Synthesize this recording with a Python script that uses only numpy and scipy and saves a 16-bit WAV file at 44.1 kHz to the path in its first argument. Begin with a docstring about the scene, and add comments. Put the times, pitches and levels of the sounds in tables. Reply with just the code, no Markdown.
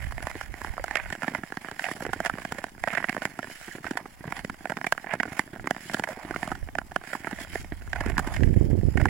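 """A puff of breeze on the microphone and a dry scrape, then thin harbour ice cracking at close range.
Each crack is a cluster of slips that rings the sheet for a few milliseconds; a few leave a falling note.
Other cracks are dull, low thuds with a faint tick. In between, the broken edges grind (crunch, rub, fizz).
The right microphone port faces the ice and the breeze, which grows into buffeting near the end;
the left port is turned away and hears the sheet duller."""
import sys
import numpy as np
from scipy import signal
from scipy.fft import rfft, irfft, next_fast_len
from scipy.io import wavfile
from scipy.ndimage import uniform_filter1d, map_coordinates

SR = 44100
rng = np.random.default_rng(int(sys.argv[2]) if len(sys.argv) > 2 else 0)


def to_wav(s):
    """Save 16-bit WAV."""
    ch = np.atleast_2d(s).T  # columns
    pcm = np.round(np.clip(ch, -1, 1) * 32767)  # PCM
    wavfile.write(sys.argv[1], SR, pcm.astype(np.int16))


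N = 400857
LEAD, SPAN = SR // 100, SR // 18  # samples of lead-in and total length of one crack

# breeze at the right port: t/s, level/dB
BREEZE = [(0, -30), (0.3, -42), (1.05, -50), (1.2, -119), (1.78, -84), (2.08, -44), (3.7, -76), (4.41, -46),
          (5.3, -92), (6.15, -61), (6.3, -47.5), (6.9, -42.5), (7.12, -68), (7.3, -46.5), (7.87, -34),
          (8.3, -28.5), (8.5, -23), (9.08, -27)]
# single gusts on top of it: start t/s, length/s, nominal level/dB
GUSTS = [(0.01, 0.13, -40), (0.497, 0.017, -29), (0.673, 0.045, -32.5), (0.802, 0.023, -35.5),
         (1.028, 0.077, -39), (2.783, 0.07, -51), (5.594, 0.03, -42), (6.607, 0.029, -36),
         (8.06, 0.073, -25), (8.393, 0.135, -20.5), (8.567, 0.011, -17), (8.612, 0.054, -19.5),
         (8.69, 0.095, -17), (8.832, 0.053, -21.5), (8.958, 0.19, -18.5)]
# spectrum of eddies at a port: f/Hz, level/dB
EDDY_SPECTRUM = [(10, -32), (28, -1.5), (80, 0.5), (125, -4), (200, -12.5), (350, -15), (550, -29),
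                 (1100, -58), (2500, -91)]
# spectrum of the open harbour air: f/Hz, level/dB
AIR_SPECTRUM = [(20, 9.5), (300, -14), (800, -4), (2000, -16.5), (3800, -32.5), (16000, -21.5)]

# steady crunch of the edges, slackening between bouts of cracking: t/s, level/dB
PRESSURE = [(0, -48), (1.55, -52), (2.6, -45.5), (2.76, -61.5), (2.9, -41), (3.33, -50), (4.17, -57.5),
            (4.3, -54), (5.0, -53), (5.55, -56.5), (6.5, -45.5), (6.7, -60.5), (7.0, -58), (7.25, -44),
            (7.7, -54), (8.3, -48), (8.85, -57), (9.08, -51)]
# edge sliding over edge, nominal levels: start t/s, length/s, crunch/dB, rub over crunch/dB, fizz/dB
SCRAPES = [(0.0, 0.043, -35.5, -9, -49.5), (0.264, 0.037, -35.5, 0.5, -45), (0.379, 0.057, -34.5, -9, -43),
           (0.566, 0.17, -42, -2.5, -49.5), (0.865, 0.058, -42.5, -4, -52), (0.979, 0.011, -24.5, -3, -53),
           (1.03, 0.13, -39, -8, -53), (1.233, 0.14, -38, -5, -49.5), (1.642, 0.053, -42.5, -3, -51),
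           (1.806, 0.12, -35, -14, -40), (1.96, 0.078, -47, 5, -44.5), (2.245, 0.032, -33, -3, -47),
           (2.377, 0.17, -61, -18, -55), (2.931, 0.062, -27.5, -9, -64), (3.23, 0.021, -33.5, -4, -43),
           (3.472, 0.29, -40, -54, -44), (3.862, 0.027, -39, -12, -46.5), (3.98, 0.024, -43.5, 6.5, -65),
           (4.318, 0.082, -39, -2.5, -47.5), (5.103, 0.04, -30, -2.5, -72), (5.313, 0.1, -36.5, -3, -45),
           (5.816, 0.177, -40, -22, -42.5), (6.101, 0.02, -37, 0, -44), (6.176, 0.15, -47, 9, -74),
           (6.383, 0.073, -39, 1.5, -44), (7.086, 0.068, -32.5, -9, -40.5), (7.401, 0.033, -36, -8, -40.5),
           (7.51, 0.091, -38, -22, -43), (7.972, 0.14, -34.5, -1.5, -50.5), (8.242, 0.082, -44, 12, -47.5),
           (8.336, 0.045, -35.5, -7, -47), (8.985, 0.069, -39, -16, -55)]
# the sheet's bright, hollow and low resonances: f/Hz, width/Hz, level/dB
RING = [(1641, 131, 8.5), (1893, 175, 11.5), (2190, 33, 3.5)]
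KNOCK = [(724, 107, 4), (909, 510, -0.7)]
THUD = [(229, 233, 0)]
# spectrum of splintering ice at each port: f/Hz, level/dB
SPLINTERS_LEFT = [(1500, -22.5), (3000, 7), (3900, 1), (5000, 2), (6200, -2.5), (7700, 2.5), (9800, -6),
                  (12000, -16), (14000, -12), (15600, -57)]
SPLINTERS_RIGHT = [(1500, -25.5), (3000, 10), (3750, -5.5), (5100, 6.5), (6100, -2.5), (7200, 5),
                   (8500, -7.5), (9900, -1), (10900, 5), (11900, -4.5), (14000, -17), (15600, -3.5)]
# the sheet at the shadowed left port, relative to the right: f/Hz, level/dB
SHADOW = [(100, 1.5), (250, -2), (480, -5), (750, -8.5), (1200, -8), (1700, -16), (2300, -10.5),
          (3200, -33)]

# fractures near the microphone: t/s, level/dB (rms over 10 ms), hollowness (knock over ring)/dB,
# thud over level/dB, splinters over level/dB, fracture length/s
CRACKS = [(0.123, -34, 0.5, -12, -15, 0.0022), (0.181, -30.5, -2.5, -12, -21, 0.0009),
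          (0.227, -33.5, -3, -10, -10, 0.0014), (0.27, -24.5, 3, -13.5, -18, 0.0032),
          (0.3143, -34.5, -6.5, -29, -16, 0.00083), (0.4122, -29.5, -2.5, -37, -22, 0.0014),
          (0.5409, -33.5, -5.5, -8, -19, 0.0011), (0.6164, -31.5, 0, -11, -17, 0.0015),
          (0.647, -28.5, 1.5, -10.5, -18.5, 0.0027), (0.6724, -35.5, -4, -12, -23, 0.0016),
          (0.78, -27.5, 7, -20, -26, 0.0015), (0.7963, -33, 2, -13, -28, 0.0036),
          (0.8414, -25, 2.5, -13.5, -15.5, 0.0017), (0.881, -31.5, -4, -14, -18, 0.0022),
          (0.91, -25, -4, -16, -21.5, 0.0029), (0.956, -18, -11, -29, -15.5, 0.0022),
          (0.9709, -23, -16, -24, -16, 0.0027), (1, -28, -13, -26, -32, 0.0034),
          (1.0583, -33, -6, -18, -32, 0.005), (1.1029, -33, -11, -34, -13, 0.0012),
          (1.1258, -26, -6.5, -9.5, -13, 0.0052), (1.152, -32.5, -4, -10, -17, 0.0011),
          (1.2213, -28, -5.5, -24, -20, 0.0011), (1.2322, -24.5, -3, -9, -20, 0.0038),
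          (1.244, -28, -2.5, -12, -23, 0.0019), (1.2805, -21.5, -3, -5.5, -21.5, 0.0033),
          (1.349, -21, -3.5, -17, -23.5, 0.0025), (1.435, -30, -6, -4.5, -26, 0.0027),
          (1.523, -29.5, -7, -6.5, -20, 0.0011), (1.572, -28, -4, -6, -17, 0.00093),
          (1.647, -33, -4, -8, -32, 0.0021), (1.686, -31.5, -5.5, -8.5, -19, 0.0016),
          (1.714, -34.5, -1, -10, -10.5, 0.0012), (1.7948, -24.5, -9, -46, -16, 0.0022),
          (1.842, -24.5, -11.5, -32, -17, 0.0028), (1.8532, -29.5, -13, -33, -15, 0.0044),
          (1.8643, -27.5, -9, -26, -19, 0.005), (1.8865, -27.5, -1, -33, -29, 0.0029),
          (1.914, -27, -3.5, -5, -25, 0.0022), (2.0053, -31.5, 1, -7, -29, 0.0042),
          (2.0237, -30, 0, -3, -29, 0.0022), (2.0513, -28, -2, -6, -24.0, 0.0036),
          (2.065, -30.5, -3, 1, -16, 0.0035), (2.1331, -21, -2, -12, -16.5, 0.0047),
          (2.2035, -22.5, 4, -10, -19, 0.0014), (2.2497, -25.5, -2, -17, -14, 0.0019),
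          (2.2601, -19.5, -4.5, -18, -14, 0.007), (2.298, -21, -4, -22, -22, 0.00095),
          (2.338, -34, -16, 2, -21, 0.0019), (2.3842, -30.5, 1, -9, -20, 0.0031),
          (2.419, -36.5, -3, -10, -22, 0.002), (2.4505, -26.5, -2, -9, -18.5, 0.0027),
          (2.5219, -25.5, 0, -6.5, -13, 0.0028), (2.585, -28.5, -0.5, -9.5, -16.5, 0.0071),
          (2.6417, -24.5, 0.5, -10, -18.5, 0.00061), (2.8388, -21, -1, -18, -20.5, 0.0013),
          (2.8749, -20, -0.5, -14, -23, 0.004), (2.884, -28, -7, -25, -18, 0.0023),
          (2.9324, -28.5, 2, -6, -15, 0.0054), (2.9508, -24.5, -10, -30, -16, 0.0033),
          (2.974, -18.5, -9.5, -24, -26, 0.008), (2.981, -27, -6, -11, -22, 0.0031),
          (3.003, -31, -1.5, -12, -32, 0.0016), (3.027, -31, -4, -15, -31, 0.0022),
          (3.043, -19.5, -11, -16, -31.0, 0.0021), (3.0868, -22.5, -11.5, -14, -24, 0.0081),
          (3.095, -20, -6, -13.5, -18.5, 0.0019), (3.128, -31, -6.5, -10, -19, 0.0011),
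          (3.148, -32, -4, -5, -18, 0.0015), (3.167, -24.5, 3, -12, -24, 0.0011),
          (3.1783, -34, -6, 1, -21, 0.0029), (3.22, -26.0, -5.5, -12, -16.5, 0.0054),
          (3.254, -20.5, -5, -10, -15, 0.0012), (3.3908, -26, 0, -6, -21, 0.0031),
          (3.4294, -31, -7.5, -17, -18, 0.0019), (3.4444, -33.5, -5.5, -10, -20, 0.0017),
          (3.844, -31.5, -3.5, -19, -19, 0.0033), (3.8664, -26.5, -6, -29, -20, 0.0052),
          (3.9098, -29.5, -5, 4, -12, 0.0039), (3.9731, -22, -3, -40, -15.5, 0.0044),
          (4.057, -37, 6, -2.5, -30, 0.00295), (4.241, -35, 4, -16, -23, 0.0036),
          (4.3236, -24, -1.5, -16, -20.5, 0.0014), (4.367, -33, -5, -25, -11, 0.0039),
          (4.392, -33, -5.5, -14, -13, 0.0033), (4.4478, -31, -11, 2, -13, 0.0022),
          (4.4979, -27.5, -2.5, -6.5, -20, 0.0037), (4.656, -25, 1.5, -15, -25.5, 0.0018),
          (4.6982, -24.5, -2, -8.5, -18, 0.0068), (4.7203, -25, 1, -10.5, -22, 0.0027),
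          (4.77, -27, -2, -7, -18, 0.0044), (4.814, -28.5, -3.5, -14, -23, 0.0014),
          (4.8441, -24.5, -4.5, -10.5, -20.5, 0.0048), (4.8676, -21, -4.5, -12.5, -16, 0.0038),
          (4.924, -14.5, -3, -19, -15, 0.0019), (4.979, -28.5, -2, -17, -21, 0.00098),
          (5.042, -33, 1.5, -10, -30, 0.0032), (5.07, -31, -3, -29, -45, 0.0028),
          (5.111, -28.5, -13.5, -22, -39, 0.0054), (5.1372, -21, 2, -10.5, -20, 0.0033),
          (5.201, -17.5, -10, -12, -23, 0.0042), (5.2325, -21.5, -4.5, -27, -19.5, 0.0016),
          (5.2545, -31.5, -2, -4, -29, 0.0051), (5.3942, -16.5, -4.5, -10.5, -15.5, 0.00092),
          (5.561, -36.5, 0, -6.5, -27, 0.00114), (5.597, -36, -4.5, -10, -26, 0.0014),
          (5.673, -22.5, 0.5, -9, -18.5, 0.0015), (5.7098, -18.5, 2.5, -9.5, -16, 0.00091),
          (5.748, -39, -3, -15, -15, 0.0015), (5.765, -32.5, -3, -8, -19, 0.0012),
          (5.8979, -30.5, -3, -12, -32, 0.00089), (5.9357, -28, -3, -13, -7.5, 0.0088),
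          (5.9451, -21.5, -3, -5.5, -13, 0.00089), (5.97, -35, 2, -16, -26, 0.0032),
          (5.9964, -25.5, 3.5, -2, -13.5, 0.0015), (6.0386, -21.5, -6, -40, -17.5, 0.0039),
          (6.074, -29.5, -1.5, -35, -24, 0.0046), (6.0885, -33, 1, -56, -12, 0.0047),
          (6.3095, -27.5, -2.5, -2, -21, 0.0026), (6.3616, -24.5, -4, -6.5, -23, 0.0019),
          (6.43, -23, -2, -9.5, -20, 0.0021), (6.4763, -29.5, 11, -6, -14.5, 0.0018),
          (6.517, -23.5, 2.5, -6.5, -20.5, 0.0063), (6.553, -36.5, -3, -12, -12.5, 0.0028),
          (6.688, -37, -0.5, -5, -26, 0.0016), (6.7531, -26, 2.5, -20, -21, 0.0014),
          (6.7862, -20.5, -2, -13.5, -20.5, 0.0016), (6.816, -36.5, 4, -9.5, -34, 0.0016),
          (6.918, -35.5, 5, -10, -20, 0.0032), (6.962, -17.5, -1, -15, -20, 0.0011),
          (7.132, -24.5, -6.5, -19, -23, 0.0021), (7.151, -27, 6, -7.5, -21, 0.0048),
          (7.246, -31, -6, -7, -26, 0.0016), (7.271, -25, -3, -8, -23, 0.0037),
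          (7.3113, -32.5, -1.5, -25, -14.5, 0.0037), (7.387, -33.5, -4, -15, -18, 0.0037),
          (7.5562, -24.5, -2, -4, -21, 0.0014), (7.9318, -22.5, -9, -61, -18, 0.0022),
          (7.9598, -27, -6, -39, -21, 0.0033), (8.007, -23.5, -1, -7, -17, 0.0054),
          (8.0374, -34, 4, -35, -20, 0.002), (8.062, -31, -1, 4, -14.5, 0.0028),
          (8.074, -34, -1, -1, -33, 0.004), (8.0995, -29, -2.5, -2, -15.5, 0.0032),
          (8.169, -30, -6, -12, -31, 0.0029), (8.181, -18.5, -1.5, -8, -15, 0.0024),
          (8.193, -22, -0.5, -8.5, -14, 0.0049), (8.2723, -30.5, -2, 2, -12, 0.0049),
          (8.34, -31.5, -5, -27, -9, 0.0068), (8.364, -30.5, -5.5, -12, -11.5, 0.0052),
          (8.4345, -28.5, -13, -4, -15, 0.0018), (8.974, -22, -6.5, -7.5, -21, 0.0028),
          (9.0002, -27, -3, -15, -23, 0.0092), (9.015, -27, -2, -17, -19, 0.0019),
          (9.056, -17, 0.5, -9.5, -22, 0.0015), (9.085, -31, -12, -15, -24, 0.0023)]
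# dull, low thudding cracks in the sheet: t/s, thud level/dB (rms over 10 ms), nominal pitch f/Hz
DULL_CRACKS = [(0.354, -33.5, 352), (1.318, -39, 400), (1.387, -36.5, 229), (1.721, -40, 258),
               (2.092, -33, 344), (2.162, -39, 290), (3.681, -38.5, 288), (3.752, -35.5, 342),
               (3.854, -35.5, 260), (3.955, -37.5, 282), (4.208, -41, 255), (4.254, -36.5, 221),
               (4.278, -32, 227), (5.282, -36, 266), (5.321, -35.5, 218), (5.533, -35.5, 250),
               (5.643, -35, 314), (6.173, -37.5, 347), (6.25, -34.5, 278), (7.329, -29.5, 250),
               (7.411, -38, 237), (7.722, -30.5, 230)]
# notes lingering after some breaks, and short squeaks: t/s, final f/Hz, level/dB, t60/s
NOTES = [(1.841, 675, -30, 0.35), (3.711, 1626, -26, 0.057), (6.087, 557, -24.5, 0.1),
         (6.341, 1300, -12.5, 0.022), (7.95, 645, -34.5, 0.51)]
# hard eddies punching the right port: t/s, peak level/dB before smoothing and overload
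BUFFETS = [(8.426, 0), (8.476, -3), (8.564, -1.5), (8.574, 0), (8.612, 3.5), (8.626, -6), (8.703, -7),
           (8.732, 0.5), (8.754, -5), (8.834, -4), (8.886, -2), (8.957, -1.5)]

RING_HZ, THUD_HZ = 1780, 260  # nominal pitches that leave the RING and THUD resonances unshifted


def amp(db):
    """Decibels to gain."""
    return 10 ** (np.asarray(db) / 20)


def unit(x):
    """x at rms 1."""
    return x / np.sqrt(np.mean(x ** 2) + 1e-20)


def along(points, hz):
    """Interpolate (f/Hz, value) points on a log axis."""
    f, values = np.transpose(points)
    return np.interp(np.log(hz + 1), np.log(f + 1), values)


def curve(points):
    """Interpolate (t/s, value) points to one value a sample."""
    return np.interp(np.arange(N) / SR, *np.transpose(points))


def wobble(rate):
    """A smooth random curve, rate knots a second."""
    return map_coordinates(rng.standard_normal(int(N * rate / SR) + 4), [np.arange(N) * rate / SR])


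def filtered(x, response):
    """x through a complex response of frequency."""
    n = x.shape[-1]
    padded = 2 * next_fast_len(n // 2 + min(n // 4, 4096))
    return irfft(rfft(x, padded) * response(np.fft.rfftfreq(padded, 1 / SR)), padded)[..., :n]


def low_cut(hz, corner_hz, order):
    """Gain that falls away below the corner."""
    return hz ** order / (hz ** order + corner_hz ** order)


def colour(points):
    """The causal response with the gains of (f/Hz, level/dB) points."""
    def response(hz):
        cepstrum = irfft(np.log(amp(along(points, hz))))
        half = len(cepstrum) // 2
        cepstrum[1:half] *= 2
        cepstrum[half + 1:] = 0
        return np.exp(rfft(cepstrum))
    return response


def swells(bed_db, starts, lengths, db, attack_s, release_s, slope_db):
    """Gain of a bed plus events that rise, hold from 3 down to 2 times slope_db under db, and die away."""
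    t = np.arange(0, N / SR + .001, .001)
    age, length = t - starts[:, None], np.maximum(lengths[:, None], .005)
    hold = amp(db[:, None] + slope_db * (np.clip(age / length, 0, 1) - 3))
    shape = hold * np.exp(np.minimum(age, 0) / attack_s - np.maximum(age - length, 0) / release_s)
    return np.sqrt(amp(bed_db) ** 2 + np.interp(np.arange(N) / SR, t, np.sum(shape ** 2, axis=0)))


def place(waves, times, db):
    """Lay short waves on one track, each with the energy of 10 ms at rms level db."""
    waves = waves * amp(db) * np.sqrt(LEAD / np.sum(waves ** 2, axis=1, keepdims=True))
    index = np.round(times * SR).astype(int) + np.arange(waves.shape[1]) - LEAD
    return np.bincount(np.maximum(index, 0).ravel(), waves.ravel(), N)[:N]


def wind(skew=0.27, unrest_db=2, lee_db=-4, shelter=0.65, ceiling=0.75):
    """Eddies strike each port separately, with sharp peaks of pressure; the left port lies in the lee."""
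    gain = swells(curve(BREEZE), *np.transpose(GUSTS), attack_s=0.009, release_s=0.015, slope_db=-0.5)
    eddies = unit(filtered(rng.standard_normal((2, N)), colour(EDDY_SPECTRUM)))
    eddies = (eddies + skew * (eddies ** 2 - 1)) * amp(unrest_db * wobble(30))
    gusty = unit(filtered(eddies, lambda hz: low_cut(hz, 24, order=2)))
    gentle = unit(filtered(eddies, lambda hz: 1 / (1 + (hz / 110) ** 2)))
    # stronger wind makes smaller, brighter eddies and builds up mostly on the windward side
    excess_db = np.maximum(20 * np.log10(gain) + 37, 0)
    share = np.minimum(excess_db / 21, 1) ** 2
    left, right = (share * gusty + (1 - share) * gentle) * gain
    pressure = np.array([left * amp(lee_db - shelter * excess_db), right + buffets()])
    return ceiling * np.tanh(pressure / ceiling)  # the hardest puffs overload the port softly


def air():
    """The faint hush of the open harbour."""
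    return amp(-55.5) * unit(filtered(rng.standard_normal((2, N)), colour(AIR_SPECTRUM)))


def sliding(bed_rub_db=-6, bed_fizz_db=-56.5, fizz_follows=0.48):
    """Gains of crunch, rub and fizz: steady pressure on the edges, plus scrapes that build and stick."""
    bed_db = curve(PRESSURE)
    starts, lengths, db, rub_db, fizz_db = np.transpose(SCRAPES)
    layers = [(bed_db, db),
              (bed_db + bed_rub_db, db + rub_db),
              (bed_fizz_db + fizz_follows * (bed_db - bed_db.mean()), fizz_db)]
    return [swells(bed, starts, lengths, level, attack_s=0.033, release_s=0.016, slope_db=2)
            for bed, level in layers]


def grains(rate, spread_db):
    """Tiny slips at random moments, rate a second, a few much larger than the rest."""
    size = amp(spread_db * np.minimum(rng.standard_exponential(N), 4))
    return (rng.random(N) < rate / SR) * size * rng.standard_normal(N)


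def sheet(hz, modes, edge_hz):
    """Response of a group of the sheet's resonances; the water damps all above the edge."""
    ring = sum(amp(db) * 1j * hz * width / (centre ** 2 - hz ** 2 + 1j * hz * width)
               for centre, width, db in modes)
    return ring / np.sqrt(1 + (hz / edge_hz) ** 12)


def scattered(slips, modes, edge_hz, shift=0.11):
    """Each slip rings one of three differently tuned spots on the sheet, so no pitch holds."""
    spot = rng.integers(-1, 2, N)
    return unit(sum(filtered(slips * (spot == k), lambda hz: sheet(hz * np.exp(k * shift), modes, edge_hz))
                    for k in (-1, 0, 1)))


def patchy(x, depth_db):
    """The colour of x drifts as the place of contact changes."""
    spectra = signal.stft(x, nperseg=512)[2]
    drift = uniform_filter1d(rng.standard_normal(spectra.shape[-2:]), 3, axis=0)
    drift = unit(uniform_filter1d(drift, 9, axis=1))
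    return signal.istft(spectra * amp(depth_db * drift), nperseg=512)[1][..., :N]


def ports(x):
    """The left port hears the ice in the camera's shadow, the right one directly."""
    return np.array([filtered(x, lambda hz: amp(along(SHADOW, hz))), x])


def grinding(crunch_gain, rub_gain, fizz_gain, fizz_tilt=0.31):
    """Broken edges slide past each other: swarms of tiny slips crackle dryly in the sheet and fizz."""
    clumps = amp(3 * wobble(130))
    coarse = unit(grains(rate=270, spread_db=4.5))
    slips = unit(clumps * grains(rate=3000, spread_db=2)) + amp(-5.5) * coarse
    crunch = scattered(slips, RING, edge_hz=2980)
    rub = scattered(slips, KNOCK, edge_hz=1900)
    rub = unit(filtered(rub, lambda hz: low_cut(hz, 480, order=4)))
    fizz = np.array([filtered(clumps ** 0.88 * grains(rate=6500, spread_db=2.5), colour(spectrum))
                     for spectrum in (SPLINTERS_LEFT, SPLINTERS_RIGHT)])
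    # ground-up ice is finer than the splinters of a break
    fizz = filtered(fizz, lambda hz: (1 + hz / RING_HZ) ** fizz_tilt)
    return ports(crunch_gain * crunch + rub_gain * rub) + fizz_gain * unit(patchy(fizz, depth_db=3))


def flexing(rest_db=-61.5, over_thuds_db=-10.5, window_s=0.28):
    """The sheet bumps softly on the water, more so wherever thudding cracks crowd together."""
    times, db, _, thud_db = np.transpose(CRACKS)[:4]
    energy = np.bincount((times * SR).astype(int), amp(db + thud_db) ** 2 * SR / 100, N)[:N]
    stir = np.abs(uniform_filter1d(uniform_filter1d(energy, int(window_s * SR)), SR // 10))
    bumps = unit(filtered(grains(rate=140, spread_db=1.5), lambda hz: sheet(hz, THUD, edge_hz=370)))
    return ports(np.sqrt(amp(rest_db) ** 2 + amp(over_thuds_db) ** 2 * stir) * bumps)


def fracture(length, count=4, slip_db=-3, reach=1.15):
    """One large slip, then a run of later ones that matter more the longer the fracture is."""
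    shape = (len(length), count)
    slips = np.zeros((len(length), SPAN))
    slips[:, LEAD] = -1
    delay_s = reach * length * (np.arange(count) + rng.random(shape)) / count
    size = amp(slip_db) * np.minimum(length / 0.0014, 1.5) * rng.uniform(-1.02, 1, shape)
    slips[np.arange(len(length))[:, None], LEAD + (delay_s * SR).astype(int)] -= size
    return slips


def splinters(slips, spray, hollow_db, tilt_per_db=0.09, tilt_scatter=0.28):
    """Treble of each break at each port: ringing breaks shed coarse splinters, hollow ones fine."""
    tilt = np.clip(tilt_per_db * hollow_db, -2, 0) + tilt_scatter * rng.standard_normal(hollow_db.shape)
    return [filtered(7 * slips + spray * rng.standard_normal(slips.shape),
                     lambda hz: colour(spectrum)(hz) * (1 + hz / RING_HZ) ** tilt)
            for spectrum in (SPLINTERS_LEFT, SPLINTERS_RIGHT)]


def cracks(table, creak_db=-14, rise_s=0.0016, tail_db=-35, tail_t60=0.041, spray_db=-22, lag_s=0.000928):
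    """Each fracture creaks briefly and gives way: the sheet rings, knocks, thuds and sheds splinters."""
    times, db, hollow_db, thud_db, splinter_db, length = np.transpose(table)[..., None]
    # a hollower crack frees a larger plate, which rings lower
    octaves = -0.0122 * hollow_db + 0.078 * rng.standard_normal(times.shape)
    pitch = 1589 * 2 ** octaves
    slips = fracture(length)
    # a creak swells up to the break; waves scattered in the sheet linger after it
    t = (np.arange(SPAN) - LEAD) / SR
    creak = np.exp(-np.abs(t) / np.where(t < 0, rise_s, length))
    linger = amp(-60 * np.abs(t) / tail_t60) * (t > 0)
    noise = rng.standard_normal(slips.shape) / np.sqrt(SR / 1000)
    force = slips + (amp(creak_db) * creak + amp(tail_db) * linger) * noise
    # bending waves in a thin plate: the highs reach the microphone ahead of the lows
    force = filtered(force, lambda hz: np.exp(-2j * np.pi * lag_s * (2 * np.sqrt(RING_HZ * hz) - hz)))
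    ring = filtered(force, lambda hz: sheet(hz * RING_HZ / pitch, RING, edge_hz=2750))
    # every freed plate has its own size and hollow pitch; small plates radiate little bass
    size = np.exp(.09 * rng.standard_normal(times.shape))
    knock = filtered(force, lambda hz: sheet(hz * size, KNOCK, edge_hz=1400) * low_cut(hz, 450, order=4))
    thud = filtered(force, lambda hz: sheet(hz * size, THUD, edge_hz=560) * low_cut(hz, 115, order=2))
    ring_db = db - 10 * np.log10(1 + amp(hollow_db) ** 2)  # ring and knock share the level
    body = place(ring, times, ring_db) + place(knock, times, ring_db + hollow_db)
    body += place(thud, times, db + thud_db)
    spray = 2.5 * creak + amp(spray_db) * linger ** 0.47
    treble = [place(side, times, db + splinter_db) for side in splinters(slips, spray, hollow_db)]
    return ports(body) + np.array(treble)


def small_cracks(crunch_gain, count=115, level_db=-42, follow=0.26, length_s=0.001556):
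    """Faint ticks between the big breaks, stronger while the edges grind, as rows like CRACKS."""
    scatter_db = rng.standard_normal((count, 4)) * [1.8, 3, 3, 2]
    times = rng.uniform(0, N / SR - .02, count)
    crunch_db = 20 * np.log10(crunch_gain[(times * SR).astype(int)])
    db = level_db + follow * (crunch_db - crunch_db.mean()) + scatter_db[:, 0]
    balance_db = [-3, -6, -20] + scatter_db[:, 1:]  # hollowness, thud, splinters
    return np.column_stack([times, db, balance_db, np.full(count, length_s)])


def dull_cracks(decay_s=0.0061, rattle_db=-20, ring_db=-5, knock_db=-7):
    """Dull, low cracks in the sheet: a short, uneven jolt gives a thud of a cycle or two and a faint tick."""
    times, db, pitch = np.transpose(DULL_CRACKS)[..., None]
    t = (np.arange(SPAN) - LEAD) / SR
    rattle = (t > 0) * np.exp(-np.abs(t) / decay_s) * rng.standard_normal((len(times), SPAN))
    force = (t == 0) + amp(rattle_db) * rattle
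    thud = filtered(force, lambda hz: sheet(hz * THUD_HZ / pitch, THUD, edge_hz=520))
    knock = filtered(force, lambda hz: sheet(hz, KNOCK, edge_hz=4500))
    ring = filtered(force, lambda hz: sheet(hz, RING, edge_hz=1900))
    tick = place(knock, times, db + knock_db) + place(ring, times, db + ring_db)
    return ports(place(thud, times, db) + tick)


def notes(flutter_rate=250, start_sharp=0.2, glide_share=0.153, attack_s=0.00047):
    """Bending waves from a break arrive highs first: a rough, fluttering note that falls in pitch."""
    t = np.arange(N) / SR
    track = np.zeros(N)
    flutter = wobble(flutter_rate) + 1j * wobble(flutter_rate)
    flutter /= np.sqrt(np.abs(flutter) + 1e-9)  # scattered waves blur the pitch more than the loudness
    for start, final_hz, db, t60 in NOTES:
        age = np.maximum(t - start, 0)
        hz = final_hz * (1 + start_sharp * np.exp(-age / (glide_share * t60)))
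        envelope = amp(db - 60 * age / t60) * (1 - np.exp(-age / attack_s))
        track += envelope * np.real(flutter * np.exp(2j * np.pi * np.cumsum(hz) / SR))
    return ports(track)


def buffets(rise_s=0.00078, fall_s=0.00067, suction_s=0.02):
    """Each hard eddy on the port is a sharp peak of pressure inside a shallow trough of suction."""
    t = np.arange(N) / SR
    peaks = sum(amp(db) * np.exp(-np.minimum(np.abs(t - at) / np.where(t < at, rise_s, fall_s), 50))
                for at, db in BUFFETS)
    suction = uniform_filter1d(peaks, int(suction_s * SR))
    return filtered(peaks - suction, lambda hz: 1 / (1 + (hz / 800) ** 6))


def scene():
    """Ice close by, wind on the microphone and the open harbour behind."""
    crunch_gain, rub_gain, fizz_gain = sliding()
    ice = cracks(np.vstack([CRACKS, small_cracks(crunch_gain)])) + dull_cracks() + notes()
    ice += grinding(crunch_gain, rub_gain, fizz_gain) + flexing()
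    return ice + wind() + air()


def record(dry):
    """The camera keeps nothing above its band limit."""
    top_hz = 16000
    return filtered(dry, lambda hz: 1 / np.sqrt(1 + (hz / top_hz) ** 160))


dry = scene()
out = record(dry)
to_wav(out)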